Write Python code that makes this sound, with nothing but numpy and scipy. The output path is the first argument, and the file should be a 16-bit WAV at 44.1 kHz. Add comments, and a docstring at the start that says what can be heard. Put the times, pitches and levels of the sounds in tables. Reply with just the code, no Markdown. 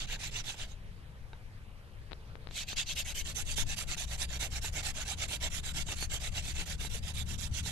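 """Hand drill on a forest floor

Palms spin a wooden spindle to and fro in a board: slipping fibres excite noise bands, swelling per stroke.
Hands pause and start again; tip knocks ring the board's modes. Banded noise makes leaves and far traffic,
sines a far engine. A phone listens with two unlike ports: the left is shaded, lags and hears finger ticks.
"""
import sys
import numpy as np
from scipy import signal
from scipy.io import wavfile

SR = 44100
rng = np.random.default_rng(int(sys.argv[2]) if len(sys.argv) > 2 else 0)


def log_audio(samples):
    """Write samples as a 16-bit WAV file to the path given in sys.argv[1]."""
    # one column per channel
    frames = np.atleast_2d(samples).T
    # limit to full scale, then quantise
    limited = np.clip(frames, -1, 1)
    pcm = np.round(limited * 32767).astype(np.int16)
    wavfile.write(sys.argv[1], SR, pcm)


N = 340011
HOP = 16   # samples per step of slow curves


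def amp(db):
    """dB to gain."""
    return np.exp(np.asarray(db) * (np.log(10) / 20))


def at_hz(points, hz):
    """Read a table on a log-frequency axis."""
    table_hz, values = np.array(points).T
    return np.interp(np.log(hz), np.log(table_hz), values)


def in_time(rows):
    """Columns of a curve at every sample."""
    s, *columns = np.transpose(rows)
    return [np.interp(np.arange(N) / SR, s, c) for c in columns]


def drift(rate_hz, size=N, step=1):
    """Low-passed noise of spread 1, one value every step samples."""
    r = np.exp(-2 * np.pi * rate_hz * step / SR)
    settle = SR // step
    slow = signal.lfilter([1], [1, -2 * r, r * r], rng.standard_normal(size + settle))[settle:]
    return slow / slow.std()


def coarse_drift(rate_hz):
    """Drift held over HOP samples."""
    return np.repeat(drift(rate_hz, size=N // HOP + 1, step=HOP), HOP)[:N]


def band(x, low_hz, high_hz):
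    """Band-pass that turns unit white noise into unit power per kHz."""
    sos = signal.butter(2, [low_hz, high_hz], "band", fs=SR, output="sos")
    return signal.sosfilt(sos, x) * np.sqrt(SR / 2000)


def decaying_mode(clicks, hz, t60_s):
    """Two-pole resonator: each click starts a sine that falls 60 dB in t60_s."""
    r, w = amp(-60 / (t60_s * SR)), 2 * np.pi * hz / SR
    return signal.lfilter([0, np.sin(w)], [1, -2 * r * np.cos(w), r * r], clicks)


# noise common to both ports: [f/Hz, share/1]
PORT_LIKENESS = [(100, 0.99), (300, 0.75), (520, .68), (860, 0.82), (1400, 0.68), (1900, .35), (2400, .55),
                 (2950, 0.72), (3450, .25), (4100, .55), (4900, 0.35), (6000, 0.13), (10500, 0.12),
                 (12000, 0.62), (13000, 0.6)]


def port_pair(white, hz, lag, facing_s=(0, 0)):
    """Left and right noise from two draws; the shared part reaches left late, except in facing_s."""
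    alike = np.clip(at_hz(PORT_LIKENESS, hz), 0, 1)
    shared_left = np.roll(white[0], round(at_hz(lag, hz) * SR))
    facing = slice(round(facing_s[0] * SR), round(facing_s[1] * SR))
    shared_left[facing] = white[0, facing]
    left = alike * shared_left + np.sqrt(1 - alike ** 2) * white[1]
    return np.array([left, white[0]])


# forest hush spectrum, relative: [f/Hz, level/dB]
LEAF_SPECTRUM = [(250, -15), (400, 0.5), (700, -5), (1100, -7), (1700, -6), (2400, -8), (3700, -11.5),
                 (5000, -15), (6500, -20), (8300, -25), (13000, -32)]
# left port lag for forest sound: [f/Hz, lag/s]
FOREST_LAG = [(100, .00004), (1000, .0001), (1700, .0003), (13000, .0003)]
# shaded left port against the right: [f/Hz, level/dB]
LEFT_PORT = [(300, 3.5), (1100, 0.5), (2400, 1), (3000, 1.5), (3700, -11.5), (4600, -5.5), (5500, -18.5),
             (6700, -40), (7500, -26), (9200, -14.5), (10000, -11.5), (11000, -14.5), (12000, -8),
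             (13000, 3)]


def leaves():
    """Hush: third-octave noise bands that swell together and on their own."""
    base_db = -61
    edges_hz = 250 * 2 ** np.arange(0, 5.7, 1 / 3)
    white = rng.standard_normal((2, 2, N))
    gust, out = coarse_drift(0.47), 0
    for k, (low, high) in enumerate(zip(edges_hz, edges_hz[1:])):
        hz = np.sqrt(low * high)
        shade_db = [[0.35 * at_hz(LEFT_PORT, hz)], [0]]   # sound from all round is shaded less
        swell_db = 0.92 * gust + 2.2 * coarse_drift(9)
        gain = amp(base_db + at_hz(LEAF_SPECTRUM, hz) + swell_db) * amp(shade_db)
        out = out + band(gain * port_pair(white[k % 2], hz, FOREST_LAG), low, high)
    return out


# traffic spectrum, relative: [f/Hz, level/dB]
RUMBLE_SPECTRUM = [(45, -2), (70, -2), (100, -4), (150, -9), (200, -15), (280, -25.5)]
# low sound of the place: [t/s, rumble level/dB, air thud level/dB, thud lean to left/dB]
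LOW_SOUND = [(0.0, -48, -41.5, -1), (1.1, -51, -49, 8), (2.2, -52.5, -50.5, 6.5), (3.4, -47, -48, 16.5),
             (3.62, -43, -36, 15), (3.8, -48.5, -43.5, 12.5), (4.6, -46.5, -44.5, 3),
             (6.2, -45.5, -45.5, 15), (7.0, -44.5, -47, 18), (7.71, -43, -47, 12)]


def rumble(rumble_db, thud_db, lean_db):
    """Far traffic in third-octave bands that swell on their own; loose air thuds at the ports below."""
    edges_hz, bands = 45 * 2 ** np.arange(0, 2.7, 1 / 3), 0
    white = rng.standard_normal((2, 2, N))
    for k, (low, high) in enumerate(zip(edges_hz, edges_hz[1:])):
        hz = np.sqrt(low * high)
        gain = amp(at_hz(RUMBLE_SPECTRUM, hz) + 1.96 * coarse_drift(1.0))
        bands = bands + gain * band(port_pair(white[k % 2], hz, FOREST_LAG), low, high)
    shared, own = rng.standard_normal(N), rng.standard_normal((2, N))
    thud = band(shared + 0.55 * own, 9.1, 32.2)
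    traffic = amp(rumble_db) * amp([[1.2], [-1.2]]) * bands / bands.std()   # leans left
    return traffic + amp(thud_db + [[.5], [-.5]] * lean_db) * thud / thud.std()


# far engine, one list per gear: [t/s, firing f/Hz, level/dB]
ENGINE_GEARS = [
    [(2.1, 59.84, -55), (2.7, 67.8, -52), (3.4, 77.56, -55.5)],
    [(4.05, 59, -49), (4.4, 60.7, -44), (5.0, 63.36, -50), (5.5, 65.6, -47), (6.2, 68.82, -44.5),
     (7.0, 71.56, -45.5), (7.71, 74.4, -44)],
]
# engine orders: [multiple of firing f/1, level/dB]
ENGINE_ORDERS = [(1, 0), (1.5, -10), (2, -14), (2.5, -14)]


def engine():
    """Far engine in two gears: low orders of the firing rate, wavering on their way through the trees."""
    out, t = np.zeros(N), np.arange(N) / SR
    for gear in ENGINE_GEARS:
        hz, level_db = in_time(gear)
        phase = 2 * np.pi * np.cumsum(hz * (1 + 0.004 * drift(3.9))) / SR
        start_s, end_s = gear[0][0], gear[-1][0]
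        fade = np.clip(np.minimum(t - start_s, end_s - t) / 0.067 + 1, 0, 1)
        for multiple, order_db in ENGINE_ORDERS:
            level = amp(level_db + order_db + 1.5 * coarse_drift(1.6))
            out += np.sqrt(2) * fade * level * np.sin(multiple * phase)
    return out * amp([[1.2], [-1.2]])   # leans left


# fingers ticking on the case: [t/s, left level/dB, right level/dB, case ring against tick/dB]
FINGER_TICKS = [(0.1907, -45, -59, -9), (2.1124, -36, -56, -12), (2.1187, -28.5, -55, -22),
                (2.1242, -41, -57, -20), (2.129, -45, -58, -6), (2.1317, -31.5, -58, 4),
                (2.355, -31.5, -66, -23), (2.472, -30.5, -63, -3.5), (2.4885, -40, -58, -3),
                (2.511, -40, -41, 1), (2.7307, -29, -53, -5), (6.0262, -24.5, -51, -9)]


def ticks():
    """A tick pushes the ports once: a short dull pulse on a slower shove, and a brief ring of the case."""
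    pulse_hz, shove_hz, shove_db = 2400, 444, 0.5
    clicks, rings = np.full((2, 2, N), 1e-18)
    for s, left_db, right_db, ring_db in FINGER_TICKS:
        clicks[:, round(s * SR)] = -amp([left_db, right_db])
        rings[:, round(s * SR)] = -amp([left_db + ring_db, right_db + ring_db])
    pulse_sos = signal.bessel(4, pulse_hz, fs=SR, output="sos", norm="mag")
    pulse = signal.sosfilt(pulse_sos, clicks) * SR / (2 * pulse_hz)
    shove = signal.lfilter(*signal.butter(1, shove_hz, fs=SR), pulse)
    shove = shove * amp(shove_db) * pulse_hz / (np.pi * shove_hz)
    push = signal.lfilter(*signal.butter(1, 60, "high", fs=SR), pulse + shove)
    ring = decaying_mode(rings, hz=3960, t60_s=0.0058)
    return push + signal.sosfilt(signal.butter(4, 5000, fs=SR, output="sos"), ring)


# knocks on the board, mostly the spindle tip catching in its notch; the faint knock at 6.027 s sounds together
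# with a finger tick: [t/s, level/dB]
TIP_KNOCKS = [(.098, -52), (0.167, -44), (0.501, -42), (.543, -41), (1.3324, -39), (2.964, -47),
              (3.582, -32.5), (3.967, -41), (4.427, -34), (4.645, -32.5), (4.756, -38), (5.313, -38),
              (5.771, -39), (5.888, -34), (6.027, -49), (6.148, -43), (6.849, -35.5), (7.661, -36.5)]
# board modes: [f/Hz, level/dB, t60/s]
BOARD_MODES = [(446, -14, 0.042), (900, -6, 0.03), (1540, -6, 0.015), (2300, -7, 0.0074),
               (2740, -9, 0.0087), (3800, -5, 0.017)]


def knocks():
    """Each catch of the tip strikes the board's modes with strengths of its own."""
    times_s, knock_db = np.transpose(TIP_KNOCKS)
    at, out = [round(s * SR) for s in times_s], np.zeros(N)
    strengths_db = rng.normal(0, 0.26, (len(at), len(BOARD_MODES)))
    for (hz, level_db, t60_s), strength_db in zip(BOARD_MODES, strengths_db.T):
        clicks = np.full(N, 1e-18)
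        clicks[at] = amp(knock_db + level_db + strength_db)
        out += decaying_mode(clicks, hz, t60_s)
    soft_contact = signal.butter(2, 4500, fs=SR, output="sos")
    return signal.sosfilt(soft_contact, out) * amp([[0.0], [0.5]])


# strokes, pull and push in turn, pull first: [start t/s, end t/s, scrape level/dB]
STROKES = [(-0.03, 0.061, -46), (0.072, 0.17, -45.5), (0.193, 0.303, -48), (0.313, 0.422, -46.5),
           (0.441, 0.556, -49.5), (0.56, 0.67, -51.5), (0.67, 0.748, -64.5), (2.505, 2.545, -59),
           (2.542, 2.641, -45), (2.671, 2.746, -49), (2.763, 2.838, -41.5), (2.86, 2.943, -46.5),
           (2.955, 3.031, -46.5), (3.047, 3.134, -52), (3.147, 3.225, -50), (3.246, 3.332, -51),
           (3.35, 3.432, -46.5), (3.452, 3.551, -48), (3.56, 3.64, -45), (3.663, 3.754, -46),
           (3.765, 3.844, -47), (3.871, 3.956, -47.5), (3.97, 4.055, -48), (4.074, 4.169, -51.5),
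           (4.177, 4.26, -49), (4.285, 4.382, -50.5), (4.394, 4.483, -48), (4.504, 4.599, -49.5),
           (4.615, 4.703, -48.5), (4.726, 4.82, -49), (4.829, 4.922, -47), (4.941, 5.044, -48),
           (5.052, 5.151, -47), (5.173, 5.269, -46.5), (5.282, 5.376, -46), (5.404, 5.489, -43),
           (5.503, 5.607, -48.5), (5.631, 5.725, -46), (5.739, 5.834, -46.5), (5.862, 5.952, -46),
           (5.957, 6.066, -50), (6.096, 6.188, -46), (6.199, 6.298, -49), (6.32, 6.418, -51.5),
           (6.423, 6.533, -50.5), (6.539, 6.648, -50), (6.659, 6.761, -49.5), (6.781, 6.885, -47.5),
           (6.897, 6.996, -48), (7.025, 7.128, -51), (7.138, 7.236, -50), (7.259, 7.368, -50.5),
           (7.382, 7.483, -48), (7.513, 7.619, -48.5), (7.631, 7.735, -49)]


def per_stroke(rows):
    """Columns of a curve read at the start of each stroke."""
    s, *columns = np.transpose(rows)
    starts_s = np.array(STROKES)[:, 0]
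    return np.transpose([np.interp(starts_s, s, c) for c in columns])


# share of a stroke passed when the spindle turns fastest: [t/s, pull share/1, push share/1]
FASTEST_SHARE = [(0, 0.41, 0.61), (2.5, 0.34, 0.52), (4.6, 0.37, 0.74), (5.6, 0.59, .52), (7.7, 0.47, 0.69)]


def spin_speed(power, tail_s, tail_db):
    """Rows of loudness per stroke: the spindle speeds up, peaks and halts at each reversal."""
    t = np.arange(N // HOP + 1) * HOP / SR
    start, end = np.array(STROKES)[:, :2, None].transpose(1, 0, 2)
    index = np.arange(len(STROKES))
    way = index % 2   # 0 pull, 1 push
    share = per_stroke(FASTEST_SHARE)[index, way, None]
    grab_db = np.array([-8, -11.5])[way, None]   # first bite of the skin
    lead_s = np.array([0.0069, .0063])[way, None]   # early grip
    overrun_s = np.array([0.00044, 0.00035])[way, None]   # late release
    fastest = start + np.clip(share, .05, .95) * (end - start)
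    rising = (fastest - t) / (fastest - start + lead_s)
    falling = (t - fastest) / (end + overrun_s - fastest)
    phase = np.where(t < fastest, rising, falling)
    # skin grips and lets go abruptly
    grab = np.clip(np.minimum(t - start + lead_s, end + overrun_s - t) / 0.0089, 0, 1)
    spin = amp(grab_db) * grab + np.cos(np.pi / 2 * np.clip(phase, 0, 1)) ** power
    r = np.exp(-HOP / SR / tail_s)   # a faint short tail trails each stroke
    return spin + amp(tail_db) * signal.lfilter([1 - r], [1, -r], spin)


# rub spectrum at the open port, relative: [f/Hz, level/dB]
RUB_SPECTRUM = [(250, -9), (400, -15.5), (700, -5), (1100, -12.5), (1600, -5.5), (2100, -4), (3000, -0.5),
                (3700, 3.5), (4300, -1.5), (5000, -3), (6200, 4.5), (7500, 4), (8300, -3.5), (11000, -10),
                (13000, -13.5)]
# left port lag for the drill: [f/Hz, lag/s]
DRILL_LAG = [(300, .00006), (2400, .00009), (3000, .00013), (4000, .00025), (9200, .00027), (11500, .00026)]
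# where board tone, scrape, palm hiss and sheen rule: [f/Hz] each
COLOUR_HZ = [1730, 3430, 7400, 9400]
# colour against the scrape, by the hands' place on the spindle: [t/s, board tone/dB, palm hiss/dB, sheen/dB]
COLOUR = [(0, -1.5, -10, -14), (0.35, -2, -7.5, -7.5), (0.7, 1, -6, -9), (2.52, -7.5, -6.5, -15),
          (2.88, -6.5, -5, -9.5), (3.05, 0, 1, 0), (3.3, -1, 0.5, 1.5), (3.7, -2, -5.5, -2),
          (4.2, 3.5, -1.5, 0.5), (5.0, 2.5, -1.5, -3), (5.4, -0.5, -7.5, -2), (5.8, 1, -2.5, -2.5),
          (6.5, 2, -2, -1.5), (7.0, -0.5, -6.5, -1), (7.7, -1, -3.5, -2)]
# a pull against a push: [board tone/dB, palm hiss/dB, sheen/dB]
PULL_COLOUR_DB = [-2, 0, 2.5]
# where left bass, body and treble rule: [f/Hz] each
LEFT_TURN_HZ = [1290, 3650, 9500]
# the phone turning in the hand, at the left port: [t/s, body/dB, treble/dB]
LEFT_TURN = [(0, 1, 11), (0.35, 1, 3), (0.7, 0, 10), (2.52, 2.5, 16), (2.9, 8.5, 15.5), (3.15, 4, 6),
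             (3.35, -1.5, 2), (4.5, -2, 0.5), (5.0, 0, 3.5), (5.4, -3.5, 2), (6.0, 0, 4.5), (6.45, 1, 0),
             (6.9, -5, 0), (7.3, -10.5, 1), (7.7, -7, 0)]
# a pull against a push at the left port: [body/dB, treble/dB]
PULL_LEFT_DB = [0.3, -3]


def rubbing():
    """Fibres slip in uneven bursts and excite narrow bands of wood and skin, other ones on each stroke."""
    scrape_db, count = np.array(STROKES)[:, 2], len(STROKES)
    speed = spin_speed(power=1.74, tail_s=0.045, tail_db=-19.5)
    pull = 1 - np.arange(count)[:, None] % 2
    # zero columns: the scrape is the colour reference, turning leaves the bass alone
    colour = np.insert(per_stroke(COLOUR) + pull * PULL_COLOUR_DB, 1, 0, axis=1)
    turn = np.insert(per_stroke(LEFT_TURN) + pull * PULL_LEFT_DB, 0, 0, axis=1)
    slips, judder = drift(780), drift(24)
    edges_hz = 2500 * np.sinh(np.arange(.1, 2.42, .06))
    white, out = rng.standard_normal((2, 2, N)), np.zeros((2, N))
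    # single fibres snap out of the hiss, in every band at once, 700 per s on average
    snaps = (rng.random(N) < 700.0 / SR) * rng.choice([-1, 1], N)
    snap_db = 9 + 2.02 * np.minimum(rng.exponential(1, N), 4)
    white = white + snaps * amp(snap_db) * [[1], [.6]]
    for k, (low, high) in enumerate(zip(edges_hz, edges_hz[1:])):
        hz = np.sqrt(low * high)
        grip = at_hz([(700, 3.6), (6000, .8)], hz)   # the board tone comes in coarser lumps
        rough = amp(grip * slips + 1.5 * judder + 3.0 * coarse_drift(22.5) - 0.23 * grip ** 2)
        colour_db = [np.interp(np.log(hz), np.log(COLOUR_HZ), row) for row in colour]
        level_db = scrape_db + at_hz(RUB_SPECTRUM, hz) + colour_db + rng.normal(0, 1.63, count)
        turn_db = [np.interp(np.log(hz), np.log(LEFT_TURN_HZ), row) for row in turn]
        left_db = turn_db + rng.normal(0, 1.34, count)
        gains = np.repeat(amp([level_db + left_db, level_db]) @ speed, HOP, axis=1)[:, :N]
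        # no left lag while both ports face the drill
        rub = gains * rough * port_pair(white[k % 2], hz, DRILL_LAG, facing_s=(2.45, 3.24))
        out += band(rub + 1e-18, low, high) * amp([[at_hz(LEFT_PORT, hz)], [0]])
    return out


# narrow resonances of board and spindle: [f/Hz, width/Hz, added level/dB]
RESONANCES = [(704, 23, -14), (2200, 50, -3.5), (2720, 59, -5), (4716, 23, 4.5)]


def ringing(x):
    """Board and spindle: add each narrow resonance to the sound that drives it."""
    out = x
    for hz, width_hz, db in RESONANCES:
        out = out + amp(db) * signal.lfilter(*signal.iirpeak(hz, hz / width_hz, fs=SR), x)
    return out


def scene():
    """Drill, handling and forest at the two ports."""
    drill = ringing(rubbing()) + knocks() + ticks()
    return drill + leaves() + rumble(*in_time(LOW_SOUND)) + engine()


def record(dry):
    """The left port's cavity cancels one band; each capsule adds bright hiss; the top is cut."""
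    notch_hz, notch_width_hz = 6660, 230
    hiss_db, hiss_rise_hz, cutoff_hz = -69, 7600, 13750   # hiss_db: before the high-pass
    left = signal.lfilter(*signal.iirnotch(notch_hz, notch_hz / notch_width_hz, fs=SR), dry[0])
    rise = signal.butter(2, hiss_rise_hz, "high", fs=SR)
    hiss = amp(hiss_db) * signal.lfilter(*rise, rng.standard_normal((2, N)))
    top_cut = signal.cheby2(14, 70, cutoff_hz, fs=SR, output="sos")
    return signal.sosfilt(top_cut, np.array([left, dry[1]]) + hiss)


dry = scene()
out = record(dry)
log_audio(out)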